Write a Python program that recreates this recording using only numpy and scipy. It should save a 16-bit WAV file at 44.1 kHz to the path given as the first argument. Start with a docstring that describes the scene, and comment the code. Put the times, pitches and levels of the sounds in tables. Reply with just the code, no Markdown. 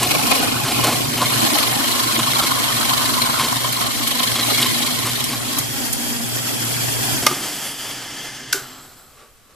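"""In a workshop, a drill press bores into a wooden jig on its iron table, close to a two-port microphone.
Chips torn by the bit's two edges are throbbing noise that rings resonances of bit and jig; bearings and belt are
coloured noise, the motor two wavering sines. The switch clicks off, the spindle coasts, a starting switch clacks;
a faint soft rustle of the next scene comes in as the workshop fades out. Until 7.2 s each channel is spliced from
short pieces shifted in time."""
import sys
import numpy as np
from scipy import signal
from scipy.fft import rfft, irfft, next_fast_len
from scipy.io import wavfile
from scipy.ndimage import uniform_filter1d

SR = 44100
rng = np.random.default_rng(int(sys.argv[2]) if len(sys.argv) > 2 else 0)


def generate_wav(signal):
    """Clip the signal to [-1, 1] and save it as 16-bit WAV at the path in sys.argv[1]."""
    frames = np.transpose(np.atleast_2d(signal))
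    scaled = np.clip(frames, -1, 1) * 32767
    pcm = np.round(scaled).astype(np.int16)
    wavfile.write(sys.argv[1], SR, pcm)


N = 421155
T = np.arange(N) / SR
SIZE = next_fast_len(N + SR // 8)
HZ = np.fft.rfftfreq(SIZE, 1 / SR)

# Motor and table levels. Each row: time in seconds, hum, its octave and table thrum in dB.
HUM = [(0, -36, -37, -28.5), (.8, -31.5, -33.5, -30), (1.5, -32, -32, -33.5), (3.2, -32.5, -30, -32),
       (3.9, -33, -35.5, -35.5), (4.75, -32.5, -28.5, -34.5), (5.8, -34, -36.5, -33),
       (6.25, -31, -28, -37.5), (6.45, -31, -36, -38), (7.22, -29, -39, -29.5), (7.32, -50, -43, -36.5),
       (7.5, -60, -66, -44.5), (8.0, -46, -58, -50), (8.7, -62, -58, -45.5), (9.0, -74, -76, -58),
       (9.3, -67, -78, -71)]
# Resonances of the wooden jig, high and low. Each row: frequency in Hz, width in Hz, relative level in dB.
JIG = [(1066, 110, -4), (1275, 370, -10.5), (942, 52, -10), (1170, 113, -16.5)]
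JIG_LOW = [(306.5, 82, -1.5), (433, 77, -6), (643, 24, -8.5), (740, 70, -5.5), (827, 97, -2)]
# Switch events. Each: start in seconds, energy of the first 16 ms in dB, burst length in seconds.
OFF_SWITCH = (7.2638, 21.5, .005)
STARTER = (8.526, 15.5, .0047)
# Stretches where both channels are cut alike (lag 0) or far apart.
# Each row: start in seconds, end in seconds, lag in ms either way (before scatter).
SLIPS = [(0, .06, 0), (.22, .46, 4), (.64, .72, 0), (.83, .94, 0), (1.16, 1.25, 0), (1.5, 1.7, 3.2),
         (1.78, 2.03, 3.2), (2.18, 2.21, 0), (2.41, 2.45, 0), (2.8, 2.88, 3.5), (3.0, 3.18, 3),
         (3.38, 3.47, 0), (3.86, 4.25, 3.8), (4.35, 4.41, 0), (4.59, 4.66, 0), (4.72, 4.86, 3.2),
         (5.04, 5.1, 0), (5.29, 5.35, 0), (5.46, 5.6, 3.8), (5.72, 6.25, 3.9), (7.12, 7.215, 3)]
JOIN_S, SPLICED_UNTIL_S = .014, 7.215  # longest cross-fade; end of the shifted pieces


def amp(db):
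    """Level law: 20 dB is a factor of ten in amplitude."""
    return 10 ** (np.asarray(db) / 20)


def evened(x):
    """Normalisation to unit root-mean-square amplitude."""
    return x / np.sqrt(np.mean(x ** 2) + 1e-20)


def curves(rows):
    """Linear interpolation in time of every column of a table."""
    s, *columns = np.transpose(rows)
    return [np.interp(T, s, c) for c in columns]


def read(points, hz=HZ):
    """Interpolation of a spectrum table along a logarithmic frequency axis."""
    f, value = np.transpose(points)
    return np.interp(np.log(hz + 1), np.log(f + 1), value)


def rings(modes):
    """Modal superposition: the summed response of damped resonances (Hz, width Hz, dB)."""
    return sum(amp(db) / (1 + 2j * (HZ - f) / width) for f, width, db in modes)


def shape(x, response):
    """Linear filtering: a product of spectra."""
    return irfft(rfft(x, SIZE) * response, SIZE)[..., :N]


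def highs(hz):
    """High-pass response with a steep roll-off below hz."""
    return 1 / (1 + (hz / (HZ + 1)) ** 4)


def wander(hz):
    """Low-passed chance of unit rms, moving mostly slower than hz."""
    steps = np.arange(0, N + 200, 100)
    decay = np.exp(-2 * np.pi * hz * 100 / SR)
    slow = signal.lfilter([1], [1, -decay], rng.standard_normal(len(steps)))
    return evened(np.interp(np.arange(N), steps, uniform_filter1d(slow, size=5)))


def grit(per_s, spread_db):
    """Shot noise: randomly timed clicks of uneven size, shared by two noise draws."""
    size = amp(spread_db * np.minimum(rng.exponential(1, N), 5))
    clicks = size * (rng.random(N) < per_s / SR)
    return evened(uniform_filter1d(clicks, size=12) * rng.standard_normal((2, N)))


def lumpy(tear, modes, strikes, lump_db):
    """Uneven modal excitation: each strike drives each mode (Hz, width Hz, dB) with its own strength."""
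    luck = rng.standard_normal((int(strikes[-1]) + 2, len(modes)))
    total = 0
    for k, (hz, width, db) in enumerate(modes):
        strength_db = lump_db * np.interp(strikes, np.arange(len(luck)), luck[:, k])
        drive = tear * amp(strength_db - .115 * lump_db ** 2 + db)  # offset for the mean power of the spread
        # squaring narrows a resonance, so it starts wider
        total = total + shape(drive, rings([(hz, 1.66 * width, 0)]) ** 2)
    return total


def cutting():
    """Periodic fracture: each edge pass tears a burst of fibres, and bit and jig resonate with it."""
    # Tearing of chips under feed pressure. Each row: time in seconds, level in dB.
    cut = [(0, -22.5), (.2, -24), (.32, -21.5), (.6, -26), (.85, -22), (.95, -25), (1.1, -28.5),
           (1.25, -22.5), (1.6, -19), (1.78, -23.5), (2.1, -22), (2.42, -22), (2.56, -22.5), (2.95, -22.5),
           (3.38, -23), (3.72, -26.5), (3.85, -24.5), (3.97, -26), (4.2, -23.5), (4.4, -23.5),
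           (4.58, -20.5), (4.78, -23), (5.24, -27.5), (5.4, -31), (5.58, -28.5), (5.65, -35), (5.72, -42)]
    # Slip of the throb against a steady beat. Each row: time in seconds, share of a pass.
    slide = [(0, .22), (.45, .2), (.9, .15), (1.2, -.03), (1.5, -.11), (1.8, -.28), (2.1, -.16), (2.4, .12),
             (2.7, -.02), (2.85, -.25), (3.33, -.26), (3.45, .2), (3.78, .28), (3.88, -.2), (4.37, -.27),
             (4.5, .2), (5.1, .2), (5.25, -.14)]
    # The jig's ring is strongest over the chips from 2.4 to 3.5 s, its low modes over the high ones before 1 s.
    # Each row: time in seconds, jig over chips in dB, low modes over high ones in dB.
    boom = [(0, -5.5, 0), (.35, -4, 0.5), (.9, -4, 1.5), (1.5, -5, -1.5), (2.4, -2.5, -6),
            (3.4, -2.5, -11.5), (3.5, -3, -8), (4, -6.5, -3.5), (4.8, -8, -2), (5.7, -4.5, -5)]
    # Chip noise colour. Each row: frequency in Hz, relative level in dB per Hz.
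    chip_colour = [(880, -57), (1500, -10), (1760, 5), (2180, 8), (2650, 6), (2970, 12), (4190, 10),
                   (6510, -1), (12100, -1), (14000, -6)]
    # Passes that stand out, most of them harder bites; negative values weaken the drive.
    # Each row: time in seconds, change in the drive of the jig in dB, of the bit in dB.
    accents = [(0.115, 3, 11.5), (0.154, 7.5, 5), (0.318, 8.5, 10.5), (0.36, 0, 4), (0.403, 0, -2),
               (0.791, 6.5, 3), (0.845, 3, 3.5), (0.873, 5, 2), (1.224, 5.5, 0), (1.326, 1.5, 7),
               (1.879, -6, 3), (1.918, 2, 3), (2.0, -1, 3), (2.044, 0, 3), (2.313, -1, 2.5), (2.399, 4, 9),
               (2.471, -0.5, 5), (2.898, 3, 5.5), (2.976, -1, 1.5), (3.06, -6, 6), (3.143, 0, 4.5),
               (3.222, 4, 6), (3.296, 7.5, -3), (3.348, 1, -1), (3.375, 2, -1.5), (3.4, 1.5, 8),
               (3.815, 7, 4.0), (3.87, 5, 1.5), (4.035, -0.5, 4), (4.078, 1.5, 7.5), (4.115, 0.0, 7),
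               (4.199, 2, 7), (4.237, 2, 8), (4.277, 0, 3.5), (4.448, 2, 3), (4.48, 6, 3), (4.515, 6, 3),
               (4.543, -3, 1), (4.628, 1, 4.5), (4.707, 0, 0), (4.828, 1, 4), (4.866, 1, 3.5),
               (5.209, 4, 7.5), (5.244, 1, 5), (5.586, 9, 0)]
    # Modes of the bit. Each row: frequency in Hz, width in Hz, relative level in dB in a shallow hole, in a deep one.
    bit_modes = [(1710, 116, -7, -22.5), (2170, 100, -3, -9), (2500, 300, 2, -31), (2866, 54, 5.5, -6.5),
                 (3096, 65, 1.5, 0.5), (3317, 68, -36, 3), (3677, 150, -16, -4), (3932, 76, -10, 2.5),
                 (4185, 330, -5, -3), (4520, 72, -13, -6)]
    # Low bit modes rasp for a moment: centre and spread (sigma) in seconds, boost in dB, upper limit in Hz.
    rasp_s, rasp_spread_s, rasp_boost_db, rasp_below_hz = (4.62, 0.13, 10, 2300)
    passes_per_s, edge_depth_db, accent_spread_s = 24.6, 1.5, 0.006  # accent spread is a sigma
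    loading_s, flute_depth_db = (.9, 1.8), (1.5, 4.2)  # throb depth where the flutes ring, free to loaded
    flute_hz = (2500, 5000)
    deepening_s = (0.78, 2.2)  # the bit sinks from shallow to deep

    chip_db = curves(cut)[0]
    jig_db, boom_db = curves(boom)
    passes = passes_per_s * T + curves(slide)[0]
    pass_db = 0.37 * rng.standard_normal(int(passes[-1]) + 2)  # some passes bite harder
    edge = np.cos(2 * np.pi * passes) + 0.4 * np.cos(4 * np.pi * passes)  # short bites, long gaps
    throb_db = edge_depth_db * edge + np.interp(passes, np.arange(len(pass_db)), pass_db)
    lifted = np.clip((cut[-1][0] - T) / 0.018, 0, 1)  # the bit leaves the hole
    noise = 1.17 * rng.standard_normal((2, N)) + grit(per_s=3500, spread_db=3.5)
    tear = evened(noise * amp(throb_db)) * lifted

    jig_accent_db, bit_accent_db = sum(np.outer(db, np.exp(-((T - s) / accent_spread_s) ** 2 / 2))
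                                       for s, *db in accents)
    deeper_throb_db = (np.interp(T, loading_s, flute_depth_db) - edge_depth_db) * edge
    scrape = tear * amp(deeper_throb_db + bit_accent_db)
    colour, flutes = amp(read(chip_colour)), highs(flute_hz[0]) * (1 - highs(flute_hz[1]))
    chips = shape(tear * amp(0.53 * bit_accent_db), colour * (1 - flutes))
    chips = evened(chips + amp(-19) * shape(scrape, colour * flutes))

    rasp_db = rasp_boost_db * np.exp(-((T - rasp_s) / rasp_spread_s) ** 2 / 2)
    moving_modes = [(hz, width, np.interp(T, deepening_s, db) + rasp_db * (hz < rasp_below_hz))
                    for hz, width, *db in bit_modes]
    bit = evened(lumpy(scrape, moving_modes, 2 * passes, lump_db=3.8))  # two strikes a pass
    high, low = (evened(shape(lumpy(tear * amp(jig_accent_db), modes, 2 * passes, lump_db=3.2), highs(114)))
                 for modes in (JIG, JIG_LOW))
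    jig = (high + low * amp(boom_db)) * amp(jig_db)
    return (chips + bit * amp(-9.5) + jig) * amp(chip_db)


def snaps():
    """Impulsive fracture: chips snap in short noise bursts, bright off the steel, hollow through the jig."""
    # Each row: start in seconds, crack and jig drive in dB before filtering.
    snap_rows = [(0.0288, -6, -7), (0.1134, -14, -14), (0.269, -8, -46), (0.316, -22, 2),
                 (0.8394, -8.5, -15), (0.8694, -8, -15), (2.384, -10, -15), (3.7245, -10, -39),
                 (4.0757, -7, -36), (4.229, -14, -34), (4.615, -8, -39), (5.064, -15, -19),
                 (5.24, -7.5, -33), (5.5854, -3.5, -35), (5.9288, -4.5, -42)]
    crack, knock = np.zeros((2, 2, N))
    t = np.arange(900) / SR
    for s, crack_db, jig_db in snap_rows:
        burst = rng.standard_normal((2, len(t))) * np.minimum(t / 0.0022, 1) * np.exp(-t / 0.006)
        crack[:, round(s * SR):][:, :len(t)] += amp(crack_db) * burst
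        knock[:, round(s * SR):][:, :len(t)] += amp(jig_db) * burst
    bright = shape(crack, 1 / (1 + (4000 / (HZ + 1)) ** 2))
    return bright + shape(knock, rings(JIG + JIG_LOW) * highs(420))


def spindle():
    """Broadband friction noise of belt and bearings, coloured by the housing's resonances."""
    # Each row: time in seconds, body in dB, hiss in dB.
    whir_levels = [(5.65, -27.5, -26), (6.28, -27, -25.5), (6.53, -23, -22), (6.95, -24.5, -22.5),
                   (7.13, -21, -19.5), (7.43, -29.5, -28), (7.65, -33.5, -30), (7.82, -33, -29.5),
                   (8.02, -31.5, -35.5), (8.25, -34.5, -36), (8.48, -40, -47), (8.78, -45, -52),
                   (8.9, -50, -48), (9.28, -63, -56), (9.55, -64, -66)]
    # Each row: frequency in Hz, relative level in dB per Hz.
    whir_colour = [(60, -62), (150, -13), (250, -9), (520, -13), (770, -10), (1100, -14.5), (2770, -13.5),
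                   (3770, -15.5), (6000, -10), (9520, -13), (14000, -20)]
    # Head casting and spindle. Each row: frequency in Hz, width in Hz, relative level in dB.
    housing = [(293, 20, 10), (1720, 420, -7), (3200, 52, 14), (3387, 20, 16), (4660, 420, 2),
               (5230, 130, 4.5), (7250, 430, 6.5), (7900, 104, 9.5), (9420, 33, 19.5), (11900, 250, 5)]
    # The starting switch drags on the slowing rotor. Each row: time in seconds, level in dB.
    drag_levels = [(8.6, -39), (8.918, -46.5), (8.962, -56), (8.97, -50), (9.0, -47.5), (9.2, -61)]
    # Each row: frequency in Hz, width in Hz, relative level in dB.
    drag_rings = [(800, 170, -5), (1280, 380, 0.5), (4100, 350, -5), (4900, 410, -19), (6000, 490, -24),
                  (7560, 90, 0), (7900, 60, 1), (8900, 90, -14), (9300, 200, -11), (12100, 300, -1)]
    # A hollow band swells as the spindle coasts. Each row: time in seconds, level in dB.
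    coast_levels = [(7.35, -59), (7.544, -51), (7.728, -45), (8.256, -39), (8.402, -39.5), (8.526, -40),
                    (8.7, -52)]
    # Each row: frequency in Hz, width in Hz, relative level in dB.
    coast_rings = [(1750, 180, -4), (2070, 30, 2.5), (3000, 560, -11), (4600, 400, -20), (5400, 500, -15),
                   (6300, 860, -12)]
    # Airy whistle of the coasting spindle. Each row: time in seconds, level in dB.
    swell_levels = [(7.3, -50), (7.6, -44), (7.8, -35.5), (7.95, -44), (8.1, -45), (8.3, -44), (8.6, -52)]
    # Each row: frequency in Hz, width in Hz, relative level in dB.
    swell_rings = [(3060, 70, 0), (3240, 54, -4), (3330, 63, -7), (3440, 60, -7), (4840, 27, 5),
                   (1310, 49, -9)]

    body_db, hiss_db = curves(whir_levels)
    drive = rng.standard_normal((2, N)) + 0.072 * grit(per_s=1900, spread_db=5.0)
    drive = drive * amp(1.29 * wander(2.6))
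    response = amp(read(whir_colour)) * (2.1 + rings(housing))
    body = shape(drive, response * (1 - highs(5950)))
    hiss = shape(drive, response * highs(12900))
    running = T < whir_levels[0][0] + 1  # levels refer to the steady run
    whir = body / body[:, running].std() * amp(body_db) + hiss / hiss[:, running].std() * amp(hiss_db)

    hollow = evened(shape(drive, rings(coast_rings))) * amp(curves(coast_levels)[0])
    whistle = evened(shape(drive, rings(swell_rings))) * amp(curves(swell_levels)[0])
    fade = np.clip((coast_levels[-1][0] - T) / 0.11 + 1, 0, 1)
    coast = (hollow + whistle) * (T > OFF_SWITCH[0]) * fade
    drag = evened(shape(rng.standard_normal((2, N)), rings(drag_rings))) * amp(curves(drag_levels)[0])
    return whir + coast + drag * (T > STARTER[0])


def motor():
    """Magnetic forces in the windings hum at twice the mains and its octave; the iron table resonates."""
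    # Table resonances. Each row: frequency in Hz, width in Hz, relative level in dB, both before squaring.
    thrum_rings = [(259, 10, -3), (266, 82, 3), (141, 35, 5.5), (369.3, 32, 1)]
    hum_db, octave_db, thrum_db = curves(HUM)
    turns = 2 * np.pi * np.cumsum(119.45 + 2.21 * wander(9.3)) / SR  # mean hum and its wander in Hz
    hum = np.sin(turns) * amp(hum_db + 2.2 * wander(4.7))
    hum += np.sin(2 * turns + 1) * amp(octave_db + 1.5 * wander(4.5))
    shake = rng.standard_normal((2, N)) * amp(0.5 * wander(25))
    return hum, evened(shape(shake, rings(thrum_rings) ** 2)) * amp(thrum_db)


def switch(event, modes, tick, tick_hz, wet_db):
    """Impact excitation: noisy chatter and a sharp blow ring the modes, then reverberation answers."""
    # Reverberation of the shop. Each row: frequency in Hz, 60 dB decay time in seconds.
    decay_times = [(250, 0.37), (1000, 0.31), (4000, 0.27), (12000, 0.31)]
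    s, energy_db, length = event
    u = np.arange(2000) / SR / length
    chatter, start = np.zeros((2, N)), round(s * SR)
    burst, fall = rng.standard_normal((2, len(u))), u * np.exp(1 - u ** 1.5)
    for _ in range(4):  # a dense snap: no moment or band much stronger than the next
        flat = burst / np.sqrt(uniform_filter1d(burst ** 2, size=40) + 1e-12)
        z = rfft(flat * fall)
        burst = irfft(z / np.sqrt(uniform_filter1d(abs(z) ** 2, size=3) + 1e-12), len(u))
    chatter[:, start:start + len(u)] = burst * np.linalg.norm(fall) / np.linalg.norm(burst[0])
    hit = .25 * chatter
    hit[:, start + round(length * SR)] += 14  # the sharp blow, one burst length after the start

    hz, t, z = signal.stft(rng.standard_normal((2, SR // 2)), SR, nperseg=256)
    tail = signal.istft(z * amp(-60 * t / read(decay_times, hz)[:, None]), SR, nperseg=256)[1]
    shop = 1 + amp(wet_db) * rfft(tail / np.linalg.norm(tail[0]), SIZE)
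    narrow = [m for m in modes if m[1] < 200]
    wide = [m for m in modes if m[1] >= 200]
    dry_blow = shape(chatter, tick * highs(tick_hz) + rings(wide)) + shape(hit, rings(narrow))
    blow = shape(dry_blow, highs(240) * shop)
    return amp(energy_db) * blow / np.linalg.norm(blow[:, start:start + 700], axis=1)[:, None]


def off_switch():
    """Contact impact: the switch clicks off and its case resonates."""
    # Each row: frequency in Hz, width in Hz, relative level in dB.
    case = [(880, 70, 9), (1225, 90, 19), (1560, 150, 5), (2100, 110, 13), (2420, 150, 8), (3200, 600, 0),
            (4650, 400, 1), (5600, 790, 2), (9900, 550, -2), (11600, 440, -7)]
    return switch(OFF_SWITCH, case, tick=0.7, tick_hz=1500, wet_db=-10.0)


def shudder():
    """Release of load: the head casting resonates as the drive lets go."""
    # Start in seconds, energy of the first 16 ms in dB, burst length in seconds.
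    event = (7.292, -9, .02)
    # Each row: frequency in Hz, width in Hz, relative level in dB.
    casting = [(365, 30, 0), (283, 30, -3), (1225, 70, -3)]
    return switch(event, casting, tick=0, tick_hz=1000, wet_db=-1)


def starting_switch():
    """Contact impact: the motor's starting switch clacks and its case resonates."""
    # Each row: frequency in Hz, width in Hz, relative level in dB.
    case = [(1190, 60, 6), (1490, 80, 16), (2175, 40, 2), (2720, 30, 3), (3800, 600, -9), (4940, 250, 5),
            (5900, 400, 2), (7360, 500, 0), (12000, 600, -4)]
    return switch(STARTER, case, tick=1.0, tick_hz=1870, wet_db=-3.0)


def thud():
    """Structure-borne response: the housing answers the starting switch, low and late."""
    # Start in seconds, energy of the first 16 ms in dB, burst length in seconds.
    event = (8.532, -6, .014)
    # Each row: frequency in Hz, width in Hz, relative level in dB.
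    housing = [(390, 16, 0), (300, 50, -9)]
    return switch(event, housing, tick=0, tick_hz=1000, wet_db=-8)


def rustling():
    """Granular noise: a faint soft rustle of the next scene, as the workshop fades out."""
    # Each row: time in seconds, level in dB.
    rustle = [(9.08, -60), (9.165, -52), (9.19, -45), (9.23, -47), (9.27, -52), (9.33, -59.5), (9.47, -59),
              (9.51, -52), (9.55, -55)]
    # Each row: frequency in Hz, relative level in dB per Hz.
    rustle_colour = [(120, -58), (200, -24), (513, -10.5), (663, -18), (1070, -20), (1130, -9),
                     (1480, -19.5), (12000, -31), (15600, -67)]
    level = amp(curves(rustle)[0]) * np.clip((T - rustle[0][0]) / 0.54 + 1, 0, 1)
    grains = rng.standard_normal((2, N)) + .5 * grit(per_s=2800, spread_db=-4)
    return level * evened(shape(grains, amp(read(rustle_colour))))


def rumble():
    """Low-passed structure-borne noise: the floor shakes a little with the table's thrum."""
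    low = evened(shape(rng.standard_normal((2, N)), 1 / (1 + (HZ / 70) ** 2)))
    return low * (amp(-49 + curves(HUM)[2]) + amp(-58.5))


def hush():
    """Uncorrelated background noise: room tone and microphone hiss, unlike at the two ports."""
    # Each row: frequency in Hz, relative level in dB per Hz.
    hush_colour = [(35, -30), (60, -14), (66, -12), (225, -15), (310, -22), (501, -28), (587, -25),
                   (14000, -27)]
    return amp(-54.5) * evened(shape(rng.standard_normal((2, N)), amp(read(hush_colour))))


def apart():
    """Gate with smoothed edges: 1 while the channels are cut at different places, 0 while alike."""
    alike = T >= SPLICED_UNTIL_S
    for first, last, lag_ms in SLIPS:
        alike = alike | (lag_ms == 0) & (T >= first) & (T < last + JOIN_S / 2)
    return uniform_filter1d(1. - alike, size=round(JOIN_S * SR / 2))


def scene():
    """Partial coherence: two draws of the sound are blended as two close microphone ports hear it."""
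    # Each row: frequency in Hz, left-right likeness from 0 to 1.
    likeness = [(60, 0.81), (150, 1), (380, 0.97), (940, 0.99), (2360, 1), (5920, 0.79), (14800, 0.56)]
    # Each row: frequency in Hz, phase in radians by which the left leads.
    lead = [(1500, 0), (3000, .15), (6000, .4), (11000, 1.4), (14000, 2)]
    stray_rad = .7  # how far the right strays to other moments of the noise while cut apart
    hum, thrum = motor()
    near, other = (cutting() + snaps() + spindle() + thrum + off_switch() + shudder()
                   + starting_switch() + thud() + rustling() + rumble())
    same = np.clip(read(likeness), 0, 1)
    turn, rest = np.exp(-1j * read(lead)), np.sqrt(1 - same ** 2)
    right = shape(near, same * turn) + shape(other, rest)
    stray = shape(other, same) - shape(near, rest * turn)
    angle = stray_rad * apart()
    right = right * np.cos(angle) + stray * np.sin(angle)
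    return np.array([near * amp(0.02), right]) + hum + hush()


def record(dry):
    """Time-shifted splicing of each channel by cross-fades, then overload clipping and a band limit."""
    piece_s, usual_lag_ms, scatter_share = .04, (.4, 2.0), .12  # scatter of a wide lag, relative
    turn_share = .3  # chance that the lag changes side at a piece
    first, last, size_ms = np.transpose(SLIPS)
    starts = np.unique(np.r_[np.arange(0, SPLICED_UNTIL_S - piece_s, piece_s), first, last])
    chance, scatter = rng.uniform(-1, 1, (len(starts), 2)).T
    way = np.cumprod(np.where(abs(chance) < turn_share, -1, 1))
    row = np.searchsorted(first, starts, "right") - 1
    wide_ms = size_ms[row] * way * (1 + scatter_share * scatter)
    usual_ms = way * np.interp(abs(scatter), (0, 1), usual_lag_ms)
    lag_ms = np.where(starts < last[row], wide_ms, usual_ms) * (starts < SPLICED_UNTIL_S)
    shift = np.round(lag_ms * SR / 1000).astype(int)

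    piece = np.searchsorted(starts, T, "right") - 1
    before = np.maximum(piece - 1, 0)
    room_s = np.minimum(np.diff(starts, append=N / SR), JOIN_S)
    fade = np.pi / 2 * np.clip((T - starts[piece]) / room_s[piece], 0, 1)
    out = np.zeros_like(dry)
    for side, part in enumerate((shift // 2, shift // 2 - shift)):  # half the lag each way
        alike = part[piece] == part[before]
        for k, gain in ((piece, np.sin(fade)), (before, np.cos(fade))):
            gain = np.where(alike, gain ** 2, gain)  # an unmoved join must not swell
            out[side] += gain * dry[side, np.clip(np.arange(N) + part[k], 0, N - 1)]
    out = np.clip(out, -.98, .98)
    band_limit = signal.firwin(511, 14150, window=("kaiser", 9), fs=SR)  # low-pass edge in Hz
    return signal.oaconvolve(out, band_limit[None], "same")


dry = scene()
out = record(dry)
generate_wav(out)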